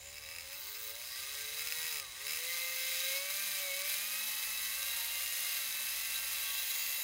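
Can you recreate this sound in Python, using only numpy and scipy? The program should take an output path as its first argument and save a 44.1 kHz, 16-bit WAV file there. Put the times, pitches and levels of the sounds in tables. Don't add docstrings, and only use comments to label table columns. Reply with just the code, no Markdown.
import sys
import numpy as np
from scipy import signal
from scipy.io import wavfile
from scipy.ndimage import uniform_filter1d

SR = 44100
rng = np.random.default_rng(int(sys.argv[2]) if len(sys.argv) > 2 else 0)


def wav_record(signal):
    frames = np.transpose(np.atleast_2d(signal))
    bounded = np.clip(frames, -1, 1)
    quanta = np.round(bounded * 32767).astype(np.int16)
    wavfile.write(sys.argv[1], SR, quanta)


N = 310023
T = np.arange(N) / SR
HZ = np.fft.rfftfreq(8192, 1 / SR)


def amp(db):
    return 10 ** (np.asarray(db) / 20)


def unit(x):
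    return x / np.sqrt(np.mean(x ** 2) + 1e-20)


def steady(x, window_samples=3000):
    return x / np.sqrt(abs(uniform_filter1d(x ** 2, window_samples)) + 1e-20)


def curve(points):
    return np.interp(T, *np.transpose(points))


def spells(rows, fade_s):
    return sum(np.outer(values, np.clip(np.minimum(T - start, end - T) / fade_s + .5, 0, 1))
               for start, end, *values in rows)


def drift(rate_hz):
    points = rng.standard_normal(4096)
    return unit(np.interp(T * rate_hz, np.arange(len(points)), points))


def spectrum(points):
    hz, db = np.transpose(points)
    return amp(np.interp(np.log(HZ + 1), np.log(hz), db))


def colour(x, gain):
    log_gain = np.log(np.maximum(np.r_[gain, gain[-2:0:-1]], 1e-5))
    taps = np.fft.ifft(np.exp(np.conj(signal.hilbert(log_gain)))).real
    return signal.oaconvolve(x, taps[:len(taps) // 2])[:N]


def noise_band(hz, width_hz, steepness=2):
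    gain = 1 / (1 + (2 * (HZ - hz) / width_hz) ** steepness)
    return unit(colour(rng.standard_normal(N), gain))


def once_a_turn(turns, place, length):
    return np.exp(-((turns - place) % 1) / length)


def speed_db(speed_hz, full_db, db_per_doubling, full_at_hz):
    return full_db + db_per_doubling * np.log2(np.minimum(speed_hz / full_at_hz, 1))


def swept_gain(pitch_hz, peaks, steepness=1.47):
    power = sum(amp(db) ** 2 / (1 + (2 * (pitch_hz - hz) / width) ** 2 / steepness) ** (2 * steepness)
                for hz, width, db in peaks)
    return np.sqrt(power)


def body_gain(bass_cut_hz=430):
    # pitch_hz, width_hz, gain_db
    resonances = [(443, 14, -25.5), (554, 44.4, -13), (910, 56, -23.5), (1133, 77, -16.5),
                  (1220, 50, -12.5), (1580, 40, -8.5), (1890, 50, -5.5), (2127, 161, -4.5), (2575, 165, -6),
                  (2716, 67, -9), (3070, 16, -2.5), (3370, 170, -12.5), (3896, 55, 3), (3990, 670, -11),
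                  (4790, 540, -11.5), (5110, 270, -7.5), (6330, 730, -9), (6980, 49, -5), (8535, 170, -8),
                  (9400, 93, -4.5), (9900, 600, -14.5), (11080, 140, -1.5), (10700, 250, -19),
                  (12038, 180, -33), (13100, 130, -35), (13750, 170, -9), (14620, 90, -1),
                  (15370, 550, -3.5)]
    # pitch_hz, gain_db
    vents = [(100, -20), (330, -40), (700, -25.5), (1400, -20), (2000, -12.5), (4500, -12.5), (5700, -15.5),
             (8000, -14), (10400, -14), (12500, -8), (16000, -12.5)]
    ringing = sum(amp(db) ** 2 / (1 + (2 * (HZ - hz) / width) ** 2) ** 1.61
                  for hz, width, db in resonances)
    return np.sqrt(ringing + spectrum(vents) ** 2) / np.sqrt(1 + (bass_cut_hz / (HZ + 1)) ** 6)


def commutator_bumps(turns, count=36):
    buzz = np.zeros(N)
    for k in range(count):
        angle = 2 * np.pi * (13 + k) * turns
        tone = np.tanh(drift(5)) * np.cos(angle) + np.tanh(drift(5)) * np.sin(angle)
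        buzz += np.sqrt(1 - k / count) * tone
    return unit(buzz)


def brush_hiss(speed_hz, full_at_hz=215):
    return amp(-4) * np.minimum(speed_hz / full_at_hz, 1) ** 4 * noise_band(11550, 1500, steepness=6)


def brushes(turns, speed_hz, sparks_per_s=4200, chatter_depth=0.37):
    # start_s, end_s, rub_change_db, fizz_change_db
    grips = [(.93, 1.14, -2, 0), (1.25, 1.57, -1, -1.5), (1.59, 2.0, -0.5, 0), (2.0, 2.19, -3, -6.5),
             (2.19, 2.28, -2, -4), (2.82, 3.18, 1.5, 0.5), (3.19, 3.29, -1.5, -3), (3.32, 3.63, 0.9, .5),
             (3.65, 3.85, -0.3, -1.5), (3.86, 3.95, 2, 3), (3.98, 4.7, -.5, -.5), (6.55, 7.1, -1, -.3)]
    # start_s, end_s, extra_share (0-1)
    smooth_rides = [(.58, 1.24, 0), (2.46, 3.15, 0.3)]
    rub_db, fizz_db = spells(grips, fade_s=.03) + 0.52 * drift(14)
    rub_db += speed_db(speed_hz, full_db=-40.54, db_per_doubling=10.66, full_at_hz=167.8)
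    fizz_db += speed_db(speed_hz, full_db=-42.05, db_per_doubling=12.8, full_at_hz=176)
    repeat_share = 0.067 + spells(smooth_rides, fade_s=.12)[0]

    place = .02 * drift(90) + .1 * drift(3)
    bursts = once_a_turn(turns, place, 0.21) + 0.39 * once_a_turn(turns, place + 0.43, 0.33)
    bursts *= amp(2 * np.tanh(drift(170)))
    chatter = unit(1 - chatter_depth + chatter_depth * bursts / bursts.mean())

    spark_sizes = np.minimum(rng.exponential(1, N), 2) * rng.choice([-1, 1], N)
    sparks = unit(spark_sizes * (rng.random(N) < sparks_per_s / SR))
    friction = np.sqrt(0.5) * (rng.standard_normal(N) + sparks)
    bumps = 0.52 * np.sqrt(repeat_share) * commutator_bumps(turns)
    rubbing = colour(chatter * (np.sqrt(1 - repeat_share) * friction + bumps), body_gain())

    treble = signal.sosfiltfilt(signal.butter(6, 10300, "high", fs=SR, output="sos"), rubbing)
    fizz = steady(treble * chatter ** 0.31) + chatter * brush_hiss(speed_hz)
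    return amp(rub_db) * steady(rubbing - treble) + amp(fizz_db) * fizz


def shaft_drone(turns, speed_hz, waver_db=3.5):
    # times_shaft_speed, relative_db
    shaft_tones = [(4, 3), (5, 0.5), (6, 2), (7, -2), (8, -1), (9, 1.5), (10, -7), (11, -0.5), (13, -16),
                   (14, -2), (15, -4.5), (16, -11)]
    # pitch_hz, gain_db
    mount = [(150, -19), (340, 0), (420, 10.5), (560, 2.5), (700, 1.5), (830, 0), (1000, 2), (1400, 2),
             (2000, 0), (3500, -7.5)]
    # pitch_hz, width_hz, level_db
    bench_peaks = [(152, 53, -78.5), (208, 28, -72)]
    angle = 2 * np.pi * turns + 0.072 * drift(40)
    tones = sum(amp(db + waver_db * drift(6)) * np.cos(round(multiple) * angle + 2 * np.pi * rng.random())
                for multiple, db in shaft_tones)
    carried = steady(colour(tones, body_gain() * spectrum(mount)), window_samples=12000)
    hum = swept_gain(speed_hz, bench_peaks) * amp(2.1 * drift(12)) * np.cos(angle)
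    level_db = speed_db(speed_hz, full_db=-52.5, db_per_doubling=7.25, full_at_hz=218)
    return amp(level_db) * carried + np.sqrt(2) * hum


def commutator_whine(turns, speed_hz, waver_db=2):
    # pitch_hz, width_hz, level_db
    whine_peaks = [(1220, 360, -72), (1580, 55, -61), (1936, 79.5, -52), (2078, 73, -48.5),
                   (2192, 102, -41.5), (2396, 570, -54), (2665, 850, -51.5)]
    level = swept_gain(12 * speed_hz, whine_peaks) * amp(waver_db * drift(25))
    return np.sqrt(2) * level * np.cos(12 * 2 * np.pi * turns + 0.18 * drift(60))


def mount_shake(turns, speed_hz, waver_db=0.86):
    # pitch_hz, width_hz, level_db
    mount_peaks = [(288, 130, -80.5), (439, 67, -64), (504, 46, -58), (551.7, 42.2, -49.5),
                   (693, 57, -68.5)]
    angle = 2 * np.pi * turns
    level = swept_gain(3 * speed_hz, mount_peaks) * amp(waver_db * drift(17))
    return np.sqrt(2) * level * (np.cos(3 * angle) + amp(-23) * np.cos(2 * angle))


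def bearing_squeal(turns, pulse_depth=0.36):
    # start_s, loudest_s, end_s, pitch_hz, width_hz, level_db
    squeals = [(-.1, .08, .16, 7100, 600, -53), (.52, .66, .85, 4500, 900, -54),
               (.95, 1.14, 1.25, 4950, 650, -49), (4.4, 4.9, 5.2, 3900, 70, -46),
               (6.13, 6.16, 6.2, 3900, 70, -44), (6.3, 6.47, 7.3, 3300, 400, -50.5),
               (6.5, 6.62, 6.85, 3900, 70, -45), (6.65, 6.8, 6.97, 4650, 650, -48),
               (6.5, 6.8, 7.5, 6820, 600, -48.5), (6.65, 6.93, 7.4, 12150, 550, -46),
               (6.42, 6.62, 7.5, 15120, 380, -45)]
    pulse = unit(1 + pulse_depth * np.cos(2 * np.pi * turns))
    return pulse * sum(amp(db) * np.interp(T, [start, loudest, end], [0, 1, 0]) * noise_band(hz, width)
                       for start, loudest, end, hz, width, db in squeals)


def room(air_db=-71, hum_fade_s=0.065):
    # pitch_hz, gain_db
    air_colour = [(22, -38), (35, -1.5), (55, 1.5), (80, -7), (110, -3), (200, -8.5), (330, -10.5),
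                  (1000, -10.5), (16000, -37.5)]
    # start_s, end_s, pitch_hz, level_db
    hum_spells = [(4.399, 5.35, 53.68, -68.5), (5.849, 6.706, 53.56, -69.5)]
    # time_s, level_db
    rumble_levels = [(0, -64), (.4, -66.5), (.55, -72.5), (2.2, -71.5), (2.7, -83), (7.03, -82)]
    air = amp(air_db) * unit(colour(rng.standard_normal(N), spectrum(air_colour)))
    hums = np.zeros(N)
    for start, end, hz, db in hum_spells:
        fade = np.clip(np.minimum(T - start, end - T) / hum_fade_s, 0, 1)
        hums += amp(db) * np.sqrt(2) * fade * np.sin(2 * np.pi * hz * T)
    rumble = amp(curve(rumble_levels)) * noise_band(74, 46)
    constant_hum = amp(-81) * noise_band(146, 11.5)
    return air + hums + rumble + constant_hum


def bracket_ring(blows, crunch_s=0.0022):
    # pitch_hz, ring_s (time to fall 60 dB), relative_db
    notes = [(1950, .016, -7), (2300, .016, -3), (2620, .018, 0), (5080, .016, -2), (6350, .007, -13),
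             (7050, .01, -8), (10900, .007, -10), (14550, .006, -14), (15400, .005, -5)]
    t = np.arange(2048) / SR
    ring = sum(amp(db - 60 * t / ring_s) * np.sin(2 * np.pi * hz * t) for hz, ring_s, db in notes)
    ring = signal.sosfilt(signal.butter(4, 1400, "high", fs=SR, output="sos"), ring)
    crunch_level = signal.lfilter([1], [1, -np.exp(-1 / (crunch_s * SR))], blows)
    crunch = colour(crunch_level * rng.standard_normal(N), unit(body_gain()))
    return signal.oaconvolve(blows, ring / abs(ring).max())[:N] + 0.16 * crunch


def magnet_knocks(turns, speed_hz, bounce_s=.013, spread_db=1.5):
    # start_s, end_s, strength_db
    bounces = [(.013, .135, -44), (.167, .19, -37), (.385, .414, -31), (.53, .556, -34), (.751, .775, -34),
               (1.411, 1.417, -28), (1.594, 1.627, -24), (1.673, 1.693, -24), (1.723, 1.73, -22),
               (1.773, 1.793, -25), (1.817, 1.886, -26), (1.913, 1.931, -23), (1.944, 2.005, -24),
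               (2.268, 2.378, -23)]
    # start_s, end_s, strength_db
    rattles = [(0.13, 0.198, -46.5), (0.217, .375, -44), (0.392, .555, -50), (1.221, 1.997, -55),
               (2.2, 2.47, -54), (2.8, 3.1, -43)]
    # pitch_hz, gain_db
    knock_colour = [(1000, -4), (1500, -6), (2300, .5), (3200, -2), (5000, 2), (7000, 3), (11000, 1),
                    (15500, 1.5)]
    blows = np.zeros(N)
    for start, end, db in bounces:
        turns_apart = max(1, round(bounce_s * np.interp(start, T, speed_hz)))
        first_turn, last_turn = np.interp([start, end], T, turns)
        hits = np.searchsorted(turns, np.arange(first_turn, last_turn, turns_apart))
        blows[hits] += amp(db + spread_db * rng.standard_normal(len(hits)))

    half_turn = np.floor(2 * turns + 0.052 * drift(80))
    ticks = np.diff(half_turn, prepend=0).clip(0, 1)
    ticks *= np.where(half_turn % 2, .6, 1) * amp(-4 * np.tanh(drift(200)))
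    rattle_level = spells([(start, end, amp(db)) for start, end, db in rattles], fade_s=.02)[0]
    sound = colour(bracket_ring(blows) + rattle_level * unit(bracket_ring(ticks)), spectrum(knock_colour))

    hardness = np.clip(0.42 * np.log2(speed_hz / speed_hz.min()), 0, .9)
    return sound - hardness * np.roll(sound, 1)


def magnet_scrape(turns):
    # time_s, level_db
    scrape_levels = [(.49, -90), (.52, -48), (.7, -46), (.91, -43.5), (.95, -90)]
    # pitch_hz, gain_db
    scrape_colour = [(1000, -59), (4000, -24), (8000, -17.5), (11000, -38), (12700, -13), (14300, -14),
                     (15300, -11.5)]
    scratches = once_a_turn(turns, .45 + .01 * drift(100), .17) * rng.standard_normal(N)
    return amp(curve(scrape_levels)) * unit(colour(scratches, body_gain() * spectrum(scrape_colour)))


def scene():
    # time_s, speed_hz (turns a second)
    shaft_speeds = [(0.0, 67.4), (0.23, 75.76), (0.6, 97.6), (0.94, 113.7), (1.33, 140.5), (1.61, 150.6),
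                    (1.7, 157.7), (1.84, 160), (1.9, 157.7), (1.96, 147.8), (2.08, 123.8), (2.11, 120.6),
                    (2.15, 123.9), (2.25, 142.8), (2.35, 157.7), (2.41, 164.5), (2.51, 173), (2.96, 174.2),
                    (3.11, 179), (3.39, 197.3), (3.5, 199), (3.72, 182.9), (4.23, 215.8), (4.29, 216.8),
                    (4.7, 218.3), (4.89, 230.7), (5.5, 234.9), (5.7, 219), (5.78, 218.2), (6.03, 224.8),
                    (6.68, 225.2), (7.03, 224.5)]
    speed_hz = curve(shaft_speeds)
    turns = np.cumsum(speed_hz * (1 + .0008 * drift(25))) / SR
    motor = brushes(turns, speed_hz) + shaft_drone(turns, speed_hz)
    motor += commutator_whine(turns, speed_hz) + mount_shake(turns, speed_hz) + bearing_squeal(turns)
    magnet = magnet_knocks(turns, speed_hz) + magnet_scrape(turns)
    return (motor + magnet + room())[None]


def record(dry, cutoff_hz=15830):
    low_pass = signal.firwin(601, cutoff_hz, window=("kaiser", 7), fs=SR)
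    return signal.oaconvolve(dry, low_pass[None], "same")


dry = scene()
out = record(dry)
wav_record(out)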